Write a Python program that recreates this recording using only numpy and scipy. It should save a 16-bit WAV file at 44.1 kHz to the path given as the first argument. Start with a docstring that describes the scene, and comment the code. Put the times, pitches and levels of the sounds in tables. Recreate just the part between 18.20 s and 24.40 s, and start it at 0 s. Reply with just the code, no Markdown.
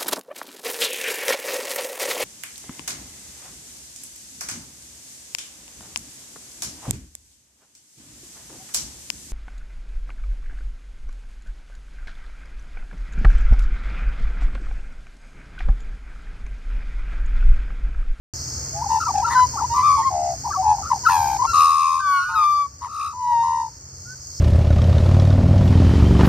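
"""Cicadas hiss in the trees of a park over a far engine drone and traffic; then liquid, gliding whistles stand in front.
A magpie carols a step from the microphone, with another further off; one faint distant chirp ends it.
Many notes throb as both sides of the syrinx beat; overtones and rushing air colour them. Dense tymbal clicks blur
into the hiss, and shaped noise makes the road. This background sinks midway and then partly returns."""
import sys
import numpy as np
from scipy import signal
from scipy.fft import rfft, irfft
from scipy.io import wavfile
from scipy.ndimage import uniform_filter1d

SR = 44100
rng = np.random.default_rng(int(sys.argv[2]) if len(sys.argv) > 2 else 0)


def log_audio(samples):
    """Write samples as a 16-bit WAV file to the path given in sys.argv[1]."""
    # one column per channel
    frames = np.atleast_2d(samples).T
    # limit to full scale, then quantise
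    limited = np.clip(frames, -1, 1)
    pcm = np.round(limited * 32767).astype(np.int16)
    wavfile.write(sys.argv[1], SR, pcm)


def volts(x):
    """Linear amplitude factor 10**(x/20) for a level x in dB, scalar or array-like."""
    e = np.asarray(x, float) / 20
    return 10 ** e


N = 273420

# drawn notes, long, throbbing or warbling, each with its own pitch line: singer,
# throb (start_hz, end_hz, lower_side_tone_db, upper_side_tone_db, overtone_base_hz) or empty,
# line of (time_s, pitch_hz, level_db)
DRAWN_NOTES = [ ("near", (72, 72, -14, -5, 914.5), [(0.692, 906, -25), (0.715, 892, -18),
               (0.77, 885, -17.5), (0.797, 894, -27)]), ("near", (), [(1.15, 1012, -16), (1.175, 1009, -12),
               (1.235, 1003, -12), (1.262, 982, -24)]), ("near", (), [(1.388, 900, -31), (1.397, 780, -29),
               (1.406, 1250, -25), (1.415, 780, -25), (1.424, 970, -19), (1.437, 830, -23),
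               (1.446, 1000, -19), (1.458, 980, -23)]), ("near", (83.5, 86, -8, -12, 1159),
               [(1.625, 1167, -17.5), (1.674, 1180, -14), (1.711, 1140, -13.5), (1.76, 1140, -17)]),
               ("far", (91, 95, -11, -13.5, 1089), [(1.76, 1131, -19.5), (1.805, 1093, -19.5),
               (1.85, 1032, -28.5)]), ("near", (82, 62, -9, -2, 680), [(1.905, 766, -28),
               (1.95, 712, -22.5), (2.1, 699, -24), (2.152, 680, -31)]), ("near", (), [(2.24, 800, -35),
               (2.257, 1000, -24), (2.268, 800, -25), (2.277, 1050, -25), (2.286, 720, -30),
               (2.293, 900, -26), (2.302, 760, -28)]), ("near", (78, 90, -13, -6, 851.5),
               [(2.42, 902, -28.5), (2.471, 853, -14.5), (2.52, 848, -13), (2.555, 828, -23)]),
               ("near", (68.5, 68, -13, 0, 853.5), [(2.706, 970, -18), (2.736, 860, -18), (2.75, 815, -27),
               (2.78, 745, -36)]), ("near", (93, 58, -9, 1, 812), [(2.89, 935, -16), (2.955, 862, -17),
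               (3.008, 823, -19.5), (3.115, 814, -22), (3.175, 800, -25)]),
               ("near", (80, 81.5, 1, -10, 1268), [(3.335, 1233, -15.5), (3.412, 1213, -12),
               (3.542, 1187, -16.5), (3.738, 1141, -19), (3.815, 1159, -23)]),
               ("far", (85, 88.5, -17, -15, 1471.5), [(3.8, 1550, -30.5), (3.9, 1495, -28.5),
               (4.002, 1420, -22), (4.065, 1478, -27), (4.14, 1415, -30)]), ("near", (), [(3.82, 1197, -26),
               (3.883, 1140, -17.5), (3.935, 1124, -17.5), (3.987, 1111, -20), (4.05, 1101, -32)]),
               ("near", (130, 215, -26, -1, 897), [(4.09, 914, -32), (4.17, 893, -28.5),
               (4.25, 893, -32.5)]), ("near", (135, 85, -15, -21, 1230), [(4.15, 1330, -20),
               (4.18, 1245, -16.5), (4.239, 1195, -15), (4.272, 1182, -15.5)]), ("near", (),
               [(4.272, 1182, -15.5), (4.35, 1170, -19), (4.42, 1156, -18.5), (4.468, 1122, -29)]),
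               ("near", (59.5, 62.5, -1, -1, 1270), [(4.68, 1192, -40), (4.751, 1222, -30.5),
               (4.81, 1174, -26), (4.869, 1206, -26), (4.94, 1183, -39.5)]),
               ("near", (89, 88, -10, -22, 981.5), [(4.93, 972, -37), (4.988, 1002, -30.5),
               (5.035, 978, -23.5), (5.14, 956, -15.5)]), ("near", (), [(5.14, 943, -16.5),
               (5.185, 928, -16.5), (5.23, 931, -16.5)]), ("near", (92, 55, -18, -4, 929),
               [(5.23, 925, -20), (5.301, 926, -20.5), (5.419, 916, -23), (5.49, 882, -35.5)]),
               ("distant", (), [(5.855, 1380, -50), (5.91, 1510, -40), (5.945, 1530, -43)]), ]
# throb of a steady note, its side tones too weak to beat: start_hz, end_hz, lower_side_tone_db, upper_side_tone_db
STEADY_THROB = (80, 80, -50, -50)
# short clear whistles: singer, start_s, length_s, from_hz, to_hz, peak_db
SHORT_WHISTLES = [ ("near", .53, .085, 646, 711, -36), ("near", .55, .065, 800, 877, -29),
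                  ("near", .614, .018, 850, 1000, -21), ("near", .64, .01, 760, 1050, -24),
                  ("near", .658, .018, 835, 812, -21), ("near", .855, .02, 1300, 1345, -21),
                  ("near", .867, .016, 990, 950, -21), ("near", .88, .018, 1200, 1137, -18),
                  ("near", .888, .017, 800, 740, -26), ("near", .903, .012, 1000, 840, -18),
                  ("near", 1.022, .023, 1002, 874, -18), ("near", 1.043, .022, 1300, 1400, -17),
                  ("near", 1.06, .045, 945, 955, -21), ("far", 1.152, .03, 1530, 1500, -20),
                  ("near", 1.335, .018, 930, 940, -28), ("near", 1.354, .013, 920, 800, -24),
                  ("near", 1.37, .014, 1200, 1060, -23), ("near", 1.382, .015, 1310, 1350, -24),
                  ("far", 1.5, .06, 925, 964, -20), ("far", 1.56, .065, 1003, 1015, -16),
                  ("near", 1.775, .045, 898, 898, -18.5), ("near", 1.825, .025, 1800, 2050, -38),
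                  ("near", 1.845, .05, 1093, 1052, -15), ("near", 2.305, .018, 1220, 1140, -22),
                  ("near", 2.322, .01, 1480, 1700, -30), ("near", 2.332, .018, 1360, 1277, -23),
                  ("near", 2.342, .016, 1000, 940, -28), ("near", 2.355, .02, 1133, 1135, -19),
                  ("near", 2.374, .052, 751, 756, -18), ("near", 2.835, .022, 970, 993, -27),
                  ("near", 2.853, .015, 1540, 1416, -17), ("near", 2.864, .015, 1280, 1340, -7),
                  ("near", 2.879, .015, 1370, 1430, -13), ("near", 3.188, .026, 980, 1000, -19),
                  ("near", 3.215, .018, 950, 1080, -13), ("near", 3.272, .055, 1360, 1365, -21),
                  ("near", 4.0, .065, 1260, 1370, -32), ("near", 4.05, .09, 1165, 1310, -29),
                  ("near", 4.135, .016, 1500, 1420, -23)]
# short two-voiced burbles: singer, start_s, length_s, pitch_hz, second_voice_offset_hz (minus is below), peak_db
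TWO_VOICED_BURBLES = [ ("near", .803, .042, 1340, -95, -21), ("near", .94, .08, 820, -55, -18),
                      ("near", 1.068, .026, 1370, -150, -23), ("near", 1.1, .055, 1950, -170, -28),
                      ("near", 1.105, .045, 930, 110, -20), ("near", 1.112, .035, 1250, 120, -31),
                      ("far", 1.18, .03, 1560, -160, -27), ("near", 1.54, .085, 1150, -85, -19),
                      ("near", 2.565, .06, 780, 86, -30), ("near", 2.625, .075, 1355, -105, -31),
                      ("near", 3.235, .028, 1060, -140, -15), ("near", 4.615, .065, 965, 100, -29)]
# rise and fall of a short note: opening_below_peak_db, peak_at (share of length), ending_below_peak_db
WHISTLE_SHAPE = (7, .55, 5)
BURBLE_SHAPE = (5, .5, 5)
# head of the near bird: time_s, beak opening as overtone_db at 1 kHz pitch, turn as left_minus_right_db
NEAR_HEAD = [(.6, -33, 3.5), (1.12, -25, 3.3), (1.38, -36, 3.6), (1.58, -31, 4.8), (1.8, -30, 4.6),
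             (2.05, -28, 3.1), (2.35, -34, 3.3), (2.6, -36, 2.7), (2.75, -33, 3.5), (2.845, -14, 5),
             (2.88, -29, 4.3), (3.03, -17, 4), (3.22, -28, 5.3), (3.3, -21, 4), (3.57, -24, 4.3),
             (3.93, -28, 4.6), (4.05, -23, 4), (4.17, -28, 3.6), (4.3, -28, 4), (4.8, -23, 4),
             (5.03, -32, 2.4), (5.35, -29.5, 3.2)]
# birds further off, by singer: overtone_db at 1 kHz pitch, left_minus_right_db
FURTHER_BIRDS = {"far": (-27, -2.4), "distant": (-38, -2)}
# throat colour of the overtones: frequency_hz, level_db
THROAT = [(1400, -1), (1900, 3), (2500, -1.5), (3200, -10.5), (4400, 2.5), (6000, -5), (7400, -37.5),
          (8800, -6), (10500, -25.5), (11700, -8), (13000, -21.5), (15000, -29.5)]
# phase between the microphone's two sides: frequency_hz, left_lead_radians
LEFT_LEAD = [(0, 0), (1120, -.55), (2200, -.15), (4100, -.7), (4700, -2.4), (5500, .3), (6600, 2.9),
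             (8300, 6.2), (15000, 9)]
# air rushing through rough notes: frequency_hz, density_db (per Hz)
BREATH_COLOUR = [(900, 4), (1600, -9), (2600, -10.5), (3500, -17.5), (5000, -8), (7000, -7.5),
                 (7600, -43.5), (8700, 1.5), (11000, -31.5), (13200, -14), (14500, -40)]
# thin hiss in the top octave beside some notes: start_s, length_s, level_db
HISS_TIMES = [(1.53, .09, -52), (2.87, .35, -42), (3.88, .12, -53), (4.13, .14, -53)]
# colour of that hiss: frequency_hz, density_db (per Hz)
HISS_COLOUR = [(11600, -25), (12300, 0), (13800, -2), (14400, -30)]
# cicada chorus, common to both ears and then opposed in them: frequency_hz, density_db (per Hz)
CICADAS_MID = [(2800, -34), (3900, -28.5), (4400, -4), (5100, 0), (6700, -0.5), (7400, -24.5),
               (8200, -11.5), (10200, -31), (11200, -63), (12200, -20.5), (13800, -22), (15000, -47)]
CICADAS_SIDE = [(2800, -27), (4000, -35), (4600, -9), (5500, -12), (6800, 1), (7800, -10.5), (8300, -32),
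                (11000, -56.5), (12200, -31), (15000, -30)]
# far traffic: frequency_hz, density_db (per Hz)
TRAFFIC_COLOUR = [(15, -51.5), (25, -27.5), (54, -12), (81, 2), (154, -15), (992, -29), (1300, -27.5),
                  (2130, -34), (3500, -47.5), (4550, -83)]
# engine resonances: pitch_hz, width_hz, level_db
ENGINE_LINES = [(65.5, 18, 1), (83.9, 3.3, -2), (129.9, 5.4, 1.5)]
# gains of the background over time: time_s, cicadas_db, road_db
BACKGROUND_GAINS = [(.14, -35.5, -36.5), (1, -36.5, -37.5), (2.2, -39, -40), (3.352, -38, -39.5),
                    (3.5, -42.5, -48), (4.501, -50, -50.5), (5.5, -47.5, -48), (6.2, -42, -45)]


def level(x, db):
    """Set the rms level."""
    return x * volts(db) / np.sqrt(np.mean(x ** 2))


def colour(x, points):
    """Shape the spectrum by (Hz, dB) points, joined over log frequency."""
    hz, db = np.transpose(points)
    bins = np.maximum(np.arange(N // 2 + 1) * SR / N, 1)
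    gain = volts(np.interp(np.log(bins), np.log(hz), db, left=-90, right=-90))
    return irfft(rfft(x) * gain, N)


def walk(rate):
    """Random levels held 1 / rate s and slewed twice; spread near 1."""
    hold = int(SR / rate)
    steps = np.repeat(rng.standard_normal(N // hold + 1), hold)
    return 1.405 * uniform_filter1d(uniform_filter1d(steps, hold), hold)[:N]


def magpies():
    """All notes of the syrinx, a note begun inside another taking up its phase, with breath and top hiss."""
    song, air, phase = np.zeros((2, N)), np.zeros(N), np.zeros(N)
    drifts = walk(90), walk(320), walk(45)
    t = np.arange(N) / SR
    notes = carol()
    voices = {bird: np.zeros(N) for bird in ("near", *FURTHER_BIRDS)}  # notes sounding at once
    for bird, _, rows in notes:
        voices[bird] += (t > rows[0, 0]) * (t < rows[-1, 0])
    everyone = sum(voices.values())
    for bird, throb, rows in notes:
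        rivals = np.maximum(voices[bird] - 1, 0) + .3 * (everyone - voices[bird])
        rivals = uniform_filter1d(rivals, SR // 100)
        span, sound, rush, turn = note(rows, pose(bird, rows), throb, phase, drifts, rivals)
        song[:, span] += sound
        air[span] += rush
        phase[span] = turn
    return song + air * breath() + top_hiss()


def carol():
    """Every note as (singer, throb, line), in time order; a burble is a voice with a second one beating on it."""
    sag_per_s = .25  # share of a burble's pitch lost each second
    second_voice_db, mirror_tone_db = -1.5, -14  # on the second voice's side, and opposite
    notes = [(bird, throb, np.array(rows)) for bird, throb, rows in DRAWN_NOTES]
    notes += [(bird, (), swell(*row, WHISTLE_SHAPE)) for bird, *row in SHORT_WHISTLES]
    for bird, start_s, length_s, hz, apart_hz, peak_db in TWO_VOICED_BURBLES:
        sag_hz = hz * sag_per_s * length_s / 2
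        rows = swell(start_s, length_s, hz + sag_hz, hz - sag_hz, peak_db, BURBLE_SHAPE)
        tones_db = (mirror_tone_db, second_voice_db)
        if apart_hz < 0:
            tones_db = tones_db[::-1]
        throb = (abs(apart_hz), abs(apart_hz), *tones_db, np.mean(rows[:, 1]))
        notes.append((bird, throb, rows))
    return sorted(notes, key=lambda n: n[2][0, 0])


def swell(start_s, length_s, from_hz, to_hz, peak_db, shape):
    """Line (s, Hz, dB) of a short note: a straight glide that swells and sinks."""
    open_db, share, end_db = shape
    at = np.array([0, share, 1])
    time_s = start_s + at * length_s
    pitch_hz = from_hz + at * (to_hz - from_hz)
    level_db = peak_db - np.array([open_db, 0, end_db])
    return np.transpose([time_s, pitch_hz, level_db])


def pose(bird, rows):
    """Overtone level and direction of a note: an open beak and a high pitch sound brighter."""
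    db_per_octave = 15
    quick_s, quick_dull_db = .06, -7  # full dulling up to half this length, none beyond it
    s, beak_db, turn_db = np.transpose(NEAR_HEAD)
    middle = (rows[0, 0] + rows[-1, 0]) / 2
    near = np.interp(middle, s, beak_db), np.interp(middle, s, turn_db)
    bright_db, pan_db = near if bird == "near" else FURTHER_BIRDS[bird]
    octaves = np.log2(np.mean(rows[:, 1]) / 1000)
    quick = np.clip(2 - 2 * (rows[-1, 0] - rows[0, 0]) / quick_s, 0, 1)
    return bright_db + db_per_octave * octaves + quick_dull_db * quick, pan_db


def note(rows, bright_pan_db, throb, phase, drifts, rivals):
    """One whistle with side tones one throb apart and overtones; also its breath level and running phase."""
    s, hz, db = np.transpose(rows)
    bright_db, pan_db = bright_pan_db
    throb_hz, end_hz, low_db, up_db, base_hz = throb or (*STEADY_THROB, np.mean(hz))
    length_s = s[-1] - s[0]
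    edge_s = min(.008, .3 * length_s)
    span = slice(int((s[0] - edge_s) * SR), int((s[-1] + edge_s) * SR))
    t = np.arange(span.start, span.stop) / SR
    fade = np.sin(np.pi / 4 * np.clip(1 + np.minimum(t - s[0], s[-1] - t) / edge_s, 0, 2)) ** 2

    waver, flutter, patches = drifts
    low, up = volts(low_db), volts(up_db)
    rough = min(low + up, 1)
    shaky = rough * min(.07 / length_s, 1) ** 2  # short burbles waver, long rolls hold steady
    pitch = np.interp(t, s, hz) * (1 + (.0006 + .001 * rough + .025 * shaky) * waver[span])
    turn = phase[span.start] + 2 * np.pi * np.cumsum(pitch) / SR
    line_db = np.interp(t, s, db)
    size = np.sqrt(2) * volts(line_db + (.2 + 1.6 * shaky) * flutter[span]) * fade

    throb_rate = np.linspace(throb_hz, end_hz, len(t)) * (1 + (.012 + .15 * shaky) * waver[::-1][span])
    throb_turn = 2 * np.pi * np.cumsum(throb_rate) / SR + (np.pi if up > low else 0)  # opens from a lull
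    beat = np.exp(1j * throb_turn)
    under = low * np.exp(-2.8j) / beat
    ladder = min(volts(-7) * up, .35)  # each further upper side tone is this much weaker
    body = 1 + up * beat / (1 - ladder * beat) + under * (1 + volts(-13) * under)

    sides = np.array([[1], [-1]])
    # the left's lead follows the turn of the head, full at 4.2 dB
    lead = np.interp(np.mean(hz), *np.transpose(LEFT_LEAD)) * pan_db / 4.2
    whistle = np.real(body * np.exp(1j * (turn + sides * lead / 2)))
    whistle = whistle / np.sqrt(1 + low ** 2 + up ** 2) * volts(sides * pan_db / 2)

    # overtone pitch swings once every throb, so overtones smear into pulsing bands
    stretch = base_hz / np.mean(hz)
    since_start = throb_turn - throb_turn[0]
    climb = -.04 * rough * (base_hz / 1000) ** 1.5 * np.sin(since_start)
    swept = 2 * np.pi * np.cumsum(stretch * pitch * (1 + climb)) / SR
    # ragged cycles, more so against another voice
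    ragged = .03 + .26 * rough + .45 * shaky + .35 * rivals[span]
    swept = swept + ragged * flutter[::-1][span]
    pulse = 1 - .55 * rough * np.cos(since_start - .7)
    pulse = pulse * volts(.4 * (line_db - max(db)))  # softer singing is purer
    upper = overtones(hz, stretch, pitch, swept, bright_db, patches, span)
    return span, (whistle + pulse * upper) * size, size * pulse * rough * volts(bright_db), turn


def overtones(hz, stretch, pitch, swept, bright_db, patches, span):
    """Harmonics of the whistle, filtered by the throat; each comes and goes on its own."""
    throat_hz, throat_db = np.transpose(THROAT)
    sides = np.array([[1], [-1]])
    pan = volts(sides * -1.6 / 2)  # the microphone favours the right above the whistle
    total = np.zeros((2, len(pitch)))
    for k in range(2, int(throat_hz[-1] / max(hz) / stretch)):
        lead = np.interp(k * np.mean(hz), *np.transpose(LEFT_LEAD))
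        gain_db = bright_db + np.interp(np.log(k * stretch * pitch), np.log(throat_hz), throat_db)
        gain_db = gain_db + 2.2 * np.roll(patches, k * SR // 5)[span]
        gain_db = gain_db - 2.5 * np.clip(k - 3, 0, 2)  # the fourth and up are weaker
        total += volts(gain_db) * pan * np.cos(k * swept + sides * lead / 2)
    return total


def breath():
    """Air rushing through the syrinx: coloured noise, mostly common to both ears."""
    mid, side = (level(colour(rng.standard_normal(N), BREATH_COLOUR), db) for db in (-5, -14))
    return np.array([mid + side, mid - side])


def top_hiss():
    """A thin high band of noise, independent in each ear, swelling in 20 ms and sinking over its later half."""
    t = np.arange(N) / SR
    size = np.zeros(N)
    for s, length, db in HISS_TIMES:
        size += volts(db) * np.clip(np.minimum((t - s) / .02, (s + length - t) / (.5 * length)), 0, 1)
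    return size * np.array([level(colour(rng.standard_normal(N), HISS_COLOUR), 0) for _ in range(2)])


def park(x, t60_s=0.33, wet_db=-20.5, gap_s=0.01):
    """Scatter from paving and trunks: a short decaying noise tail, other in each ear."""
    t = np.arange(SR // 2) / SR
    tail = rng.standard_normal((2, len(t))) * np.exp(-np.log(1000) * t / t60_s) * (t > gap_s)
    tail = tail / np.sqrt(np.sum(tail ** 2) / 2)
    return x + volts(wet_db) * signal.fftconvolve(x, tail, axes=1)[:, :N]


def cicadas(points, balance_db, clicks_per_s, spread_db):
    """Dense uneven tymbal clicks ringing in the treble, blurred into a chorus."""
    clicks = (rng.random(N) < clicks_per_s / SR) * rng.standard_normal(N)
    clicks = clicks * volts(spread_db * rng.exponential(size=N))
    return level(colour(clicks * volts(walk(14)), points), balance_db)


def trees():
    """The chorus around the microphone: one part common to both ears, one opposed in them."""
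    mid = cicadas(CICADAS_MID, 0.033, 9000, 0.4)
    side = cicadas(CICADAS_SIDE, 2.5, 5000, 1.8)
    return np.array([mid + side, mid - side])


def engine_drone():
    """Far engine: noise narrowed to a few low resonances."""
    hz = np.arange(N // 2 + 1) * SR / N
    lines = sum(volts(db) / np.sqrt(w) / (1 + (2 * (hz - f) / w) ** 2) for f, w, db in ENGINE_LINES)
    return level(irfft(rfft(rng.standard_normal(N)) * lines, N), -3.7)


def road():
    """Far traffic, nearly the same in both ears in the bass, wavering together with the engine drone."""
    mid = level(colour(rng.standard_normal(N), TRAFFIC_COLOUR), 0.66)
    high_pass = signal.butter(3, 520, "high", fs=SR, output="sos")
    wide = signal.sosfilt(high_pass, np.roll(mid, N // 3))
    side = .7 * wide + .04 * np.roll(mid, N // 2)
    return (mid + engine_drone()) * volts(walk(4)) + side * np.array([[1], [-1]])


def scene():
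    """Birds in front, insects and road behind."""
    s, *columns = np.transpose(BACKGROUND_GAINS)
    trees_db, road_db = (np.interp(np.arange(N) / SR, s, c) for c in columns)
    return park(magpies()) + trees() * volts(trees_db) + road() * volts(road_db)


def band_limit(x):
    """A steep low-pass at the top of the band."""
    return signal.sosfilt(signal.butter(12, 15900, fs=SR, output="sos"), x)


def record(dry):
    """The microphone opens after a short silence."""
    start_s = .137
    mix = dry * (np.arange(N) / SR > start_s)
    return band_limit(mix)


dry = scene()
out = record(dry)
log_audio(out)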